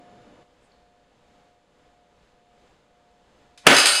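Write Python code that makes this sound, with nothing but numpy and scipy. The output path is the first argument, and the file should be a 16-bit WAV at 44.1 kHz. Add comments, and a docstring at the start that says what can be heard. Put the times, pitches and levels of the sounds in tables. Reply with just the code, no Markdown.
"""In a hard-walled room, a cloth is whipped from under the dishes and cutlery on a wooden table. Fans hum; the
background is louder for the first moment and drops at 0.43 s, and a few faint ticks come before the pull. Near
the end the cloth snaps tight, so loudly that it overloads the microphone, and slides away. The dishes drop back
and knock on the wood, the plate rings, and a fork and a spoon bounce and chime."""
import sys
import numpy as np
from scipy import signal
from scipy.fft import rfft, irfft
from scipy.io import wavfile
from scipy.ndimage import uniform_filter1d

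SR = 44100
rng = np.random.default_rng(int(sys.argv[2]) if len(sys.argv) > 2 else 0)


def dump_mix(stems):
    """Bounce the given channels to the path in sys.argv[1] as a 16-bit WAV at rate SR."""
    frames = np.atleast_2d(stems).T  # one column per channel
    limited = np.clip(frames, -1, 1)  # hard clip at full scale
    pcm = np.round(limited * 32767).astype(np.int16)
    wavfile.write(sys.argv[1], SR, pcm)


N = 176400
T = np.arange(N) / SR
HZ = np.fft.rfftfreq(N, 1 / SR)


# The tone colour of the moving cloth. Each row: frequency in Hz, relative level in dB.
CLOTH_COLOUR = [(30, -40), (70, -15), (280, -9), (420, -5.5), (700, -3.5), (2400, -1), (3500, -7),
                (6000, -13), (10000, -17.5), (15000, -67)]

def cloth(snap_s=3.6675, swish_db_per_s=1014, swish_top_hz=700, slide_top_hz=5000):
    """A dull swish swells, the cloth cracks tight, then it slides out from under the dishes."""
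    colour = amp(read(CLOTH_COLOUR, HZ))
    swell = amp(-30.5 - swish_db_per_s * abs(T - snap_s))
    swish = swell * noise(colour / np.hypot(1, HZ / swish_top_hz))
    snap = amp(-3) * burst(snap_s, fade_s=0.021, hold_s=0.0074) * noise(colour)
    crack = amp(-11) * burst(snap_s, fade_s=0.008) * noise(band(6500, octaves=0.85))
    slide = amp(-16.5) * burst(snap_s, fade_s=0.53) * noise(colour / np.hypot(1, HZ / slide_top_hz))
    return crack + in_room(swish + snap + slide, echo_db=-3)


# The dishes landing. Each row: start in seconds, level in dB.
LANDINGS = [(3.666, -14.5), (3.685, -17.5), (3.699, -16), (3.715, -14.5), (3.736, -27), (3.764, -30),
            (3.806, -30.5), (3.857, -28.5)]
# The tone colour of a knock on the table. Each row: frequency in Hz, relative level in dB.
WOOD_COLOUR = [(30, -45), (90, -15), (160, -8), (280, 0), (400, -7), (620, -3), (1500, -9.5), (3000, -8),
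               (10000, -33)]
# The notes of the plate and table. The lists give: pitch in Hz, level in dB, fade time in seconds.
PLATE_HZ = [156, 271, 580, 797, 985, 1114, 1229, 1292, 1459, 1518, 1922, 2190]
PLATE_DB = [-16.5, -10, -10.5, -18.5, -20, -25, -35, -20, -16, -3, -18, -9]
PLATE_FADE_S = [0.16, 0.17, 0.21, 0.25, 1, 0.39, 0.24, 0.74, 0.89, 0.15, 0.21, 0.33]

def dishes():
    """A plate, a bottle and a glass knock on the table top, and the plate rings."""
    hits = sum(amp(db) * burst(start, fade_s=0.1, rise_s=0.0019) for start, db in LANDINGS)
    plate = ring(PLATE_HZ, PLATE_DB, PLATE_FADE_S, LANDINGS)
    knocks = hits * noise(amp(read(WOOD_COLOUR, HZ)))
    return in_room(knocks, echo_db=-6.5) + in_room(plate, echo_db=-2.5)


# The cutlery bouncing. Each row: start in seconds, then strength in dB of the clack, fork and spoon.
BOUNCES = [(3.727, -24, -7, -18), (3.746, -25, -3, -20), (3.7656, -14.5, 0, -12), (3.783, -19, -1, -14),
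           (3.8, -20, -8, -14), (3.8564, -13, -13, -2), (3.868, -19, -17, 0), (3.886, -23, -17, -5),
           (3.92, -27, -10, -14), (3.951, -24, -3, -12)]
# The tone colour of metal hitting china and wood. Each row: frequency in Hz, relative level in dB.
CLACK_COLOUR = [(200, -43), (600, -13.5), (1400, 1), (2200, -1.5), (2700, 1.5), (3400, 0), (5000, 0),
                (5700, -13), (6400, -3), (7500, -4), (10300, -7.5), (12000, -20), (15000, -30)]
# The notes of the fork and the spoon. The lists give: pitch in Hz, level in dB, fade time in seconds.
FORK_HZ = [2586, 2938, 3972, 4738, 5110, 6280, 8128, 10014, 10218, 11445, 12828, 14690]
FORK_DB = [-22.5, -26, -28, -24, -23, -24, -29, -29, -32, -41, -47, -43]
FORK_FADE_S = [.6, .7, .75, .7, .8, .45, .6, .22, .35, .5, .2, .2]
SPOON_HZ = [3318, 4054, 4479, 4750, 6908, 7230, 8125, 8290, 8909, 10605, 11447, 13288]
SPOON_DB = [-21, -27, -26, -30, -33, -33, -27, -30, -26.5, -34, -39, -42]
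SPOON_FADE_S = [.09, .45, .5, .6, .65, .12, .6, .55, .8, .22, .45, .2]

def cutlery():
    """Each bounce is a short clack that sets the fork and the spoon ringing."""
    hits = sum(amp(db + 3) * burst(start, fade_s=0.07, rise_s=0.00067) for start, db, _, _ in BOUNCES)
    clacks = hits * noise(amp(read(CLACK_COLOUR, HZ)))
    fork = ring(FORK_HZ, FORK_DB, FORK_FADE_S, [(start, db) for start, _, db, _ in BOUNCES])
    spoon = ring(SPOON_HZ, SPOON_DB, SPOON_FADE_S, [(start, db) for start, _, _, db in BOUNCES])
    return in_room(clacks, echo_db=-2.5) + in_room(fork + spoon, echo_db=-11)


# Faint ticks. Each row: start in seconds, level in dB, centre in Hz, width in octaves, fade in seconds.
TICKS = [(.718, -59, 4300, 0.16, 0.024), (3.576, -45, 3560, 1., 0.11)]

def handling(tick_top_hz=10700, glass_hz=4200, brush_s=0.645, brush_width_s=0.018):
    """Before the pull, fabric brushes softly and two ticks sound; the first leaves a glass ringing."""
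    treble_cut = 1 / np.hypot(1, (HZ / tick_top_hz) ** 10)
    ticks = sum(amp(db) * burst(start, fade_s) * noise(treble_cut * band(hz, octaves))
                for start, db, hz, octaves, fade_s in TICKS)
    glass = amp(-79) * burst(0.718, fade_s=1.5) * np.sin(2 * np.pi * glass_hz * T)
    swell = np.exp(-0.5 * ((T - brush_s) / brush_width_s) ** 2)
    brush = amp(-73) * swell * noise(band(8200, octaves=0.17))
    return in_room(ticks, echo_db=-3.5) + glass + brush


# The tone colours of the steady air and of the louder background heard for the first 0.43 s. Each row:
# frequency in Hz, relative level in dB.
AIR_COLOUR = [(25, -9), (62, -5.5), (95, -13), (175, -9.5), (290, -10.5), (360, -14), (480, -8.5),
              (650, -14.5), (820, -13), (1100, -17.5), (2300, -22.5), (3600, -24.5), (5000, -29.5),
              (7200, -31.5), (9000, -40), (15000, -57)]
OPENING_COLOUR = [(25, -29), (70, -5), (150, 5), (330, 3.5), (500, 1), (800, -3.5), (1500, -10), (3000, -17),
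                  (7000, -27), (9000, -47), (15000, -64)]
# The hum of the fans. Each row: pitch in Hz, level in dB after the background drops at 0.43 s.
FAN_TONES = [(495, -74), (592.3, -74), (1238, -86), (1472, -86), (1734, -86), (2972, -88), (3617, -89),
             (7155, -91), (10734, -97)]

def fans(opening_end_s=0.435, opening_hum_db=9, pair_hz=711.3, throb_every_s=0.546):
    """Fans push air and hum with a slight waver; for the first 0.43 s the air and hum are louder, then the
    background drops."""
    opening = np.clip((opening_end_s - T) / 0.0061, 0, 1)
    air = amp(-62 + 1.5 * noise(HZ < 3)) * noise(amp(read(AIR_COLOUR, HZ)))
    opening_air = opening * amp(-55) * noise(amp(read(OPENING_COLOUR, HZ)))
    hum = sum(amp(db) * np.sqrt(2) * np.cos(2 * np.pi * hz * T + 0.43 * noise(HZ < 4))
              for hz, db in FAN_TONES)
    # Two fans at nearly the same speed drift in and out of step, so their tone throbs.
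    peak_s = np.where(T < opening_end_s, 0.06, 0.885)
    throb = 1 + 0.72 * np.exp(2j * np.pi * (T - peak_s) / throb_every_s)
    pair = amp(-69) * np.sqrt(2) * (throb * np.exp(2j * np.pi * pair_hz * T)).real
    return air + opening_air + (hum + pair) * amp(opening_hum_db * opening)


# How long the room echoes. Each row: frequency in Hz, seconds to fade by 60 dB.
ROOM_FADE = [(60, 0.12), (200, 0.27), (600, 0.82), (2000, 0.75), (5000, 0.97), (12000, 0.41)]

def in_room(sound, echo_db, gap_s=0.0015, build_s=0.011):
    """Hard walls add a wash of echoes in which each frequency dies away at its own speed."""
    hz, t, hiss = signal.stft(rng.standard_normal(SR), SR, nperseg=256)
    fade = np.exp(-np.log(1000) * t / read(ROOM_FADE, hz)[:, None])
    tail = signal.istft(hiss * fade, SR)[1][:SR]
    tail *= np.clip((T[:SR] - gap_s) / build_s, 0, 1)
    return sound + amp(echo_db) * signal.fftconvolve(sound, tail / np.linalg.norm(tail))[:N]


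def ring(pitches, levels, fades, strikes, scatter_db=1):
    """A struck object rings with several notes; each strike feeds them a little differently."""
    out = np.zeros(N)
    first = round(min(start for start, _ in strikes) * SR)
    t = T[first:]
    for hz, db, fade_s in zip(pitches, levels, fades):
        motion = np.zeros(len(t), complex)
        for start, strength_db in strikes:
            at = round(start * SR) - first
            phase = np.angle(motion[at] + 1e-12 * np.exp(2j * np.pi * rng.random()))
            phase += rng.choice([-1, 1]) * np.pi / 2  # a quarter turn apart, so the energies add
            size = amp(db + strength_db + scatter_db * rng.standard_normal())
            fade = np.exp(-np.log(1000) * T[:len(t) - at] / fade_s)
            motion[at:] += size * np.exp(1j * phase) * fade
        softened = uniform_filter1d(motion, size=32)
        out[first:] += (softened * np.exp(2j * np.pi * hz * t)).real
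    return out


def burst(start, fade_s, hold_s=0, rise_s=0.00042):
    """The loudness of one hit: it rises quickly, may hold, then drops by 60 dB in fade_s."""
    age = T - start
    rise = np.clip(age / rise_s, 0, 1)
    return rise * np.exp(-np.log(1000) * np.clip((age - hold_s) / fade_s, 0, 10))


def noise(colour):
    """Random noise with the given tone colour, scaled to a typical size of 1."""
    hiss = irfft(rfft(rng.standard_normal(N)) * colour, N)
    return hiss / (hiss.std() + 1e-20)


def band(hz, octaves):
    """A bell-shaped tone colour centred on one frequency."""
    return np.exp(-0.5 * (np.log2((HZ + 1) / hz) / octaves) ** 2)


def read(table, hz):
    """Looks up frequencies in a table, gliding between rows along a musical scale."""
    row_hz, values = np.transpose(table)
    return np.interp(np.log(hz + 1), np.log(row_hz + 1), values)


def amp(db):
    """Turns decibels into a number to multiply by."""
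    return 10 ** (np.asarray(db) / 20)


def scene():
    """All the sounds meet at one microphone."""
    return (fans() + handling() + cloth() + dishes() + cutlery())[None]


# Narrow dips in the treble. Each row: centre in Hz, half the width in Hz, level at the centre in dB.
HOUSING_DIPS = [(5730, 130, -16), (6890, 50, -11)]

def record(dry, top_hz=15800):
    """The microphone's housing cuts two dips, the snap overloads it, and the highest treble is lost."""
    heard = dry
    for hz, half_width, db in HOUSING_DIPS:
        b, a = signal.iirnotch(hz, hz / (2 * half_width), SR)
        heard = amp(db) * heard + (1 - amp(db)) * signal.lfilter(b, a, heard)
    overloaded = np.clip(heard, -1, 1)
    treble_cut = signal.firwin(255, top_hz, window=("kaiser", 8), fs=SR)
    return signal.oaconvolve(overloaded, treble_cut[None], "same")


dry = scene()
out = record(dry)
dump_mix(out)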